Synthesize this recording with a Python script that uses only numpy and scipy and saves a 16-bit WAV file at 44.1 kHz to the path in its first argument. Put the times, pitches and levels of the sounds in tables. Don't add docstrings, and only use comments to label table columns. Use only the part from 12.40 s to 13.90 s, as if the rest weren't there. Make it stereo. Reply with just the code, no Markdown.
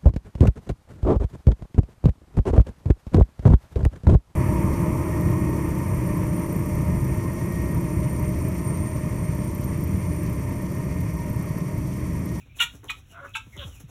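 import sys
import numpy as np
from scipy import signal
from scipy.fft import rfft, irfft, next_fast_len
from scipy.io import wavfile
from scipy.ndimage import map_coordinates

SR = 44100
rng = np.random.default_rng(int(sys.argv[2]) if len(sys.argv) > 2 else 0)


def store_pcm(level_fs):
    pcm = np.round(np.clip(level_fs, -1, 1) * 32767).astype(np.int16)
    wavfile.write(sys.argv[1], SR, np.atleast_2d(pcm).T)


N = 66150

# (frequency [Hz], relative level [dB])
RUMBLE_SPECTRUM = [(20, -37), (35, -6.5), (58, 2.5), (80, -6), (105, 1.5), (145, -11.5), (200, -18.5),
                   (270, -19), (350, -36.5), (700, -48)]
AIR_SPECTRUM = [(200, 1), (400, -8), (900, -18), (1500, -12), (2000, -16), (2600, -11), (4000, -15),
                (8000, -35), (15000, -34.5)]
# (time [s], length [s], first pitch [Hz], last pitch [Hz], relative level [dB])
PEEP_NOTES = [(0, 0.024, 2840, 2372, -58), (0.087, 0.039, 2420, 2320, -62),
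              (0.142, 0.0196, 2750, 2510, -51.5), (0.693, 0.074, 3010, 2400, -59.5),
              (0.866, 0.04, 2620, 2470, -56.5), (1.118, 0.041, 2170, 2015, -51),
              (1.291, 0.093, 3245, 2386, -60.5)]
# (time [s], level [dB])
RUSTLE_ENVELOPE = [(0, -59), (.12, -107.5), (0.299, -75), (.42, -77.5), (.65, -87.5), (.8, -71),
                   (1.079, -66), (1.15, -59), (1.27, -77), (1.359, -53), (1.459, -91), (1.5, -62)]
# (peak time [s], rise [s], 60 dB decay time [s], dirt level [dB], straw level [dB])
FOOT_SCUFFS = [(0.063, 0.0019, 0.07, -58.5, -66), (0.17, 0.0087, 0.36, -59.5, -48.5),
               (0.354, 0.03, 0.13, -55.5, -53.5), (0.434, .001, 0.18, -46, -68.5),
               (0.453, .006, 0.43, -59.5, -58.5), (0.591, 0.03, 0.049, -61.5, -56),
               (0.722, 0.026, 0.055, -59, -53.5), (0.851, 0.0075, 0.22, -55, -59),
               (1.065, 0.0047, 0.18, -60.5, -87), (1.17, 0.012, 0.14, -47, -75),
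               (1.279, 0.03, 0.2, -51, -51), (1.403, 0.0032, 0.074, -52, -45.5),
               (1.488, 0.0063, 0.32, -57.5, -61.5)]
# (frequency [Hz], relative level [dB])
DIRT_SPECTRUM = [(120, -19.5), (280, 4.5), (480, -4), (800, -7), (1400, -11), (2500, -25.5), (5000, -40)]
STRAW_SPECTRUM = [(1200, 4.5), (2800, 3), (5000, 10), (7500, 7), (11000, 7), (15500, 1.5)]
# (time [s], level [dB])
STALK_SNAPS = [(.153, -71), (.4435, -37), (.894, -44.5), (1.167, -38.5), (1.401, -47)]
# (time [s], length [s], pitch [Hz], pulse rate [Hz], squeak level [dB], tone level [dB],
# octave level [dB], rasp level [dB], hiss level [dB])
CLUCK_CALLS = [(0.1932, 0.043, 1422, 468, -31, -23, -16.5, -22, -35),
               (.492, 0.015, 1244, 503, -31.5, -30.5, -28, -26, -41),
               (0.945, 0.026, 1327, 440, -35, -35, -41, -27.5, -43)]
# (frequency [Hz], relative level [dB])
THROAT_SPECTRA = [
    [(500, -25), (780, -14), (930, -6), (1150, -1.5), (1430, 0.5), (1650, -3), (1850, 1.5), (2080, -0.5),
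     (2340, 8), (2850, 4.5), (3200, 1), (3450, 13.5), (3780, 1.5), (4100, 2.5), (4700, -20), (6500, -15.5)],
    [(500, -49), (750, -25), (900, -0.5), (1050, -26), (1230, 12), (1550, -22), (1950, -51), (2200, 11),
     (2600, -0.5), (3100, -11), (3900, 0), (4600, -10), (6500, -30)],
    [(500, -21), (740, -13), (860, 6.5), (1150, 5), (1340, -6.5), (1600, 14.5), (1800, -62), (2150, 6.5),
     (2600, 16.5), (3000, 0.5), (3650, 7), (4300, -1), (6500, -25)],
]
# (frequency [Hz], relative level [dB])
HISS_SPECTRUM = [(2500, -23.5), (4500, -0.5), (6000, -1), (7700, 4.5), (9500, -4), (11500, -3),
                 (14000, -42), (15500, -27.5)]
# (frequency [Hz], relative level [dB])
HIGH_RESONANCE = [(1500, -32.5), (2400, -11.5), (2750, -3.5), (3000, 2), (3350, 1.5), (3750, -2),
                  (4500, -21), (8000, -31), (14000, -28)]
# (time [s], first pitch [Hz], last pitch [Hz], 60 dB decay time [s], relative level [dB])
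SOFT_THUDS = [(0.237, 288, 84.2, 0.16, -38.5), (0.339, 290, 53, 0.25, -35.5), (1.068, 338, 73, 0.23, -38.5),
              (1.17, 308, 65.3, 0.45, -32.5), (1.246, 242, 79.2, 0.29, -27.5),
              (1.291, 109, 57.4, 0.22, -31), (1.437, 173.3, 129, 0.065, -23)]
# (time [s], length [s], first pitch [Hz], last pitch [Hz], tone level [dB],
# overtone level [dB], nasal level [dB], buzz level [dB])
MURMUR_NOTES = [(0.711, .09, 657, 694.4, -56.5, -63.5, -42, -69),
                (.797, .062, 560, 558.6, -48.5, -51.5, -40.5, -67),
                (1.178, .052, 600, 533.5, -47, -52.5, -44.5, -40.5)]
# (harmonic number, relative level [dB])
MURMUR_HARMONICS = [(2, 2.5), (3, 1), (5, -21)]
# (frequency [Hz], relative level [dB])
NASAL_SPECTRUM = [(400, -6), (900, 0), (1250, 11.5), (1500, 14.5), (1750, -7), (2200, -2), (3000, -60)]
# (frequency [Hz], 60 dB decay time [s])
REVERB_TIMES = [(200, 0.22), (1300, 0.21), (3000, 0.19), (7000, 0.2), (15000, 0.15)]
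# (delay [s], gain [dB])
REFLECTIONS = [(.0031, -27.5), (.0074, -18), (0.0101, -9), (0.0143, -16.5), (.0237, -21)]
# (frequency [Hz], gain [dB])
SIDE_RESPONSE = [(60, -8.5), (400, 4.5), (2200, 10), (3800, 9.5), (4700, -19.5), (5700, 13), (8900, -36),
                 (15000, -7.5)]
# (frequency [Hz], phase [rad])
LEFT_LEAD = [(20, 0), (350, -.1), (600, -.7), (1400, -.4), (2200, 1.2), (3400, .7), (4100, 2.4),
             (4700, 3.1), (5500, 3.9), (6800, 6.3), (8900, 9.4), (11000, 12.6), (13200, 15.7), (15300, 19)]


def amp(db):
    return 10 ** (np.asarray(db) / 20)


def unit(x):
    return x / np.sqrt(np.mean(x ** 2) + 1e-20)


def along(points, hz):
    frequencies, values = np.transpose(points)
    return np.interp(np.log(hz + 1), np.log(frequencies + 1), values)


def since(start):
    return np.arange(N) / SR - start


def wobble(rate):
    return map_coordinates(rng.standard_normal(8192), [np.arange(N) * rate / SR], mode='wrap')


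def filtered(x, response):
    size = next_fast_len(N + SR // 2)
    return irfft(rfft(x, size) * response(np.fft.rfftfreq(size, 1 / SR)), size)[..., :N]


def shaped(x, spectrum):
    return unit(filtered(x, lambda hz: amp(along(spectrum, hz))))


def noise(spectrum):
    return shaped(rng.standard_normal(N), spectrum)


def gate(t, length, rise, fall):
    return np.sin(np.pi / 2 * np.clip(t / rise, 0, 1)) ** 2 * np.exp(-np.maximum(t - length, 0) / fall)


def phase_of(hz, jitter, rate):
    return 2 * np.pi * np.cumsum(hz * (1 + jitter * wobble(rate))) / SR


def sine(phase):
    return np.sqrt(2) * np.sin(phase)


def background():
    return amp(-50) * noise(RUMBLE_SPECTRUM) + amp(-63.5) * noise(AIR_SPECTRUM)


def peeps():
    out = np.zeros(N)
    for start, length, first_hz, last_hz, db in PEEP_NOTES:
        t = since(start)
        pitch = np.interp(t, [0, length], [first_hz, last_hz])
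        tone = sine(phase_of(pitch, jitter=.04, rate=700))
        out += amp(db) * tone * gate(t, length, rise=.012, fall=.006)
    out *= unit(amp(2.5 * wobble(200)))
    return .89 * out + amp(-1) * shed_echo(out)


def shed_echo(x):
    hz, t, bins = signal.stft(rng.standard_normal(SR // 2), SR, nperseg=256)
    decay = amp(-60 * t / along(REVERB_TIMES, hz)[:, None])
    tail = signal.istft(bins * decay * np.minimum(t / .01, 1), SR, nperseg=256)[1]
    impulse_response = amp(-10.5) * tail / np.linalg.norm(tail)
    for delay, db in REFLECTIONS:
        impulse_response[int(delay * SR)] += amp(db)
    return signal.fftconvolve(x, impulse_response)[:N]


def grit(spectrum):
    return shaped(rng.standard_normal(N) * amp(2 * wobble(820)), spectrum)


def scuffs():
    dirt = np.zeros(N)
    straw = amp(np.interp(since(0), *np.transpose(RUSTLE_ENVELOPE)))
    for peak_time, rise, t60, dirt_db, straw_db in FOOT_SCUFFS:
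        t = since(peak_time)
        push = np.exp(np.minimum(t, 0) / rise) * amp(-60 * np.maximum(t, 0) / t60)
        dirt += amp(dirt_db) * push
        straw += amp(straw_db) * push
    return dirt * grit(DIRT_SPECTRUM) + straw * grit(STRAW_SPECTRUM)


def snaps():
    t60 = .0047
    envelope = sum(amp(db - 60 * np.abs(since(s)) / t60) * (since(s) >= 0) for s, db in STALK_SNAPS)
    return envelope * noise(STRAW_SPECTRUM)


def rasp(phase, breath):
    pulses = np.diff(np.floor(phase / (2 * np.pi)), prepend=0) * amp(1.5 * rng.standard_normal(N))
    air = rng.standard_normal(N) * (1 + np.cos(phase))
    return np.sqrt(1 - breath) * unit(pulses - pulses.mean()) + np.sqrt(breath) * unit(air)


def clucks():
    squeak_hz, plunge_s = 3450, .0098
    out = np.zeros(N)
    for call, throat in zip(CLUCK_CALLS, THROAT_SPECTRA):
        start, length, hz, pulse_hz, squeak_db, tone_db, octave_db, rasp_db, hiss_db = call
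        t = since(start)
        puff = noise(HIGH_RESONANCE) * gate(t + .013, .04, rise=.014, fall=.002)
        out += amp(squeak_db - 7) * puff

        pitch = hz + (squeak_hz - hz) * np.clip(1 - t / plunge_s, 0, 1)
        squeak = sine(phase_of(pitch, jitter=.08, rate=2100))
        squeak = unit(squeak * amp(2 * wobble(1200)))
        out += amp(squeak_db) * squeak * gate(t, .75 * plunge_s, rise=.0015, fall=.002)

        phase = phase_of(hz, jitter=.012, rate=400)
        tone = amp(tone_db) * sine(phase) + amp(octave_db) * sine(2 * phase)
        flutter = amp(1.5 * wobble(350))
        out += tone * flutter * gate(t - .85 * plunge_s, .36 * length, rise=.0055, fall=.0073)

        pulse_phase = phase_of(pulse_hz, jitter=.04, rate=500)
        fade = amp(-3 * np.clip(t / length - .5, 0, 1))
        effort = gate(t - .002, length - .003, rise=.011, fall=.0063) * fade
        voice = shaped(rasp(pulse_phase, breath=.25), throat)
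        hiss = shaped(rasp(pulse_phase, breath=.483) + rng.standard_normal(N), HISS_SPECTRUM)
        out += effort * (amp(rasp_db) * voice + amp(hiss_db) * hiss)
    return out


def thuds():
    sag_s, rise_s = .0111, .012
    out = np.zeros(N)
    for start, first_hz, last_hz, t60, db in SOFT_THUDS:
        t = np.maximum(since(start), 0)
        cycles = last_hz * t + (first_hz - last_hz) * sag_s * (1 - np.exp(-t / sag_s))
        envelope = amp(db - 60 * t / t60) * (1 - np.exp(-t / rise_s))
        out += envelope * np.sin(2 * np.pi * cycles)
    return out


def murmurs():
    swell_db = 16.5
    out = np.zeros(N)
    for start, length, first_hz, last_hz, tone_db, overtone_db, nasal_db, buzz_db in MURMUR_NOTES:
        t = since(start)
        pitch = np.interp(t, [0, length], [first_hz, last_hz])
        phase = phase_of(pitch, jitter=.03, rate=280)
        overtones = amp(overtone_db) * sum(amp(db) * sine(k * phase) for k, db in MURMUR_HARMONICS)
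        pulses = rasp(phase / 2, breath=.65)
        nasal = amp(nasal_db) * shaped(pulses, NASAL_SPECTRUM)
        swell = amp(swell_db * (np.clip(t / length, 0, 1) - 1))
        voice = amp(tone_db) * sine(phase) + swell * (overtones + nasal)
        out += voice * gate(t, length, rise=.42 * length, fall=.0071)
        buzz = amp(buzz_db) * shaped(pulses, HIGH_RESONANCE)
        out += buzz * gate(t + .02, length + .033, rise=.046, fall=.0076)
    return out


def scene():
    direct = clucks() + murmurs() + peeps() + scuffs() + snaps()
    common = direct + shed_echo(direct) + thuds() + background()
    diffuse = amp(-8) * shed_echo(direct) + amp(-69) * noise(AIR_SPECTRUM)
    side = filtered(diffuse, lambda hz: 1j * amp(along(SIDE_RESPONSE, hz)))
    pair = np.array([common + side, common - side]) * amp([[-.3], [.3]])
    lead = lambda hz: np.interp(hz, *np.transpose(LEFT_LEAD))
    return filtered(pair, lambda hz: np.exp(.5j * np.outer([1, -1], lead(hz))))


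def record(dry):
    return filtered(dry, lambda hz: hz < 15850)


dry = scene()
out = record(dry)
store_pcm(out)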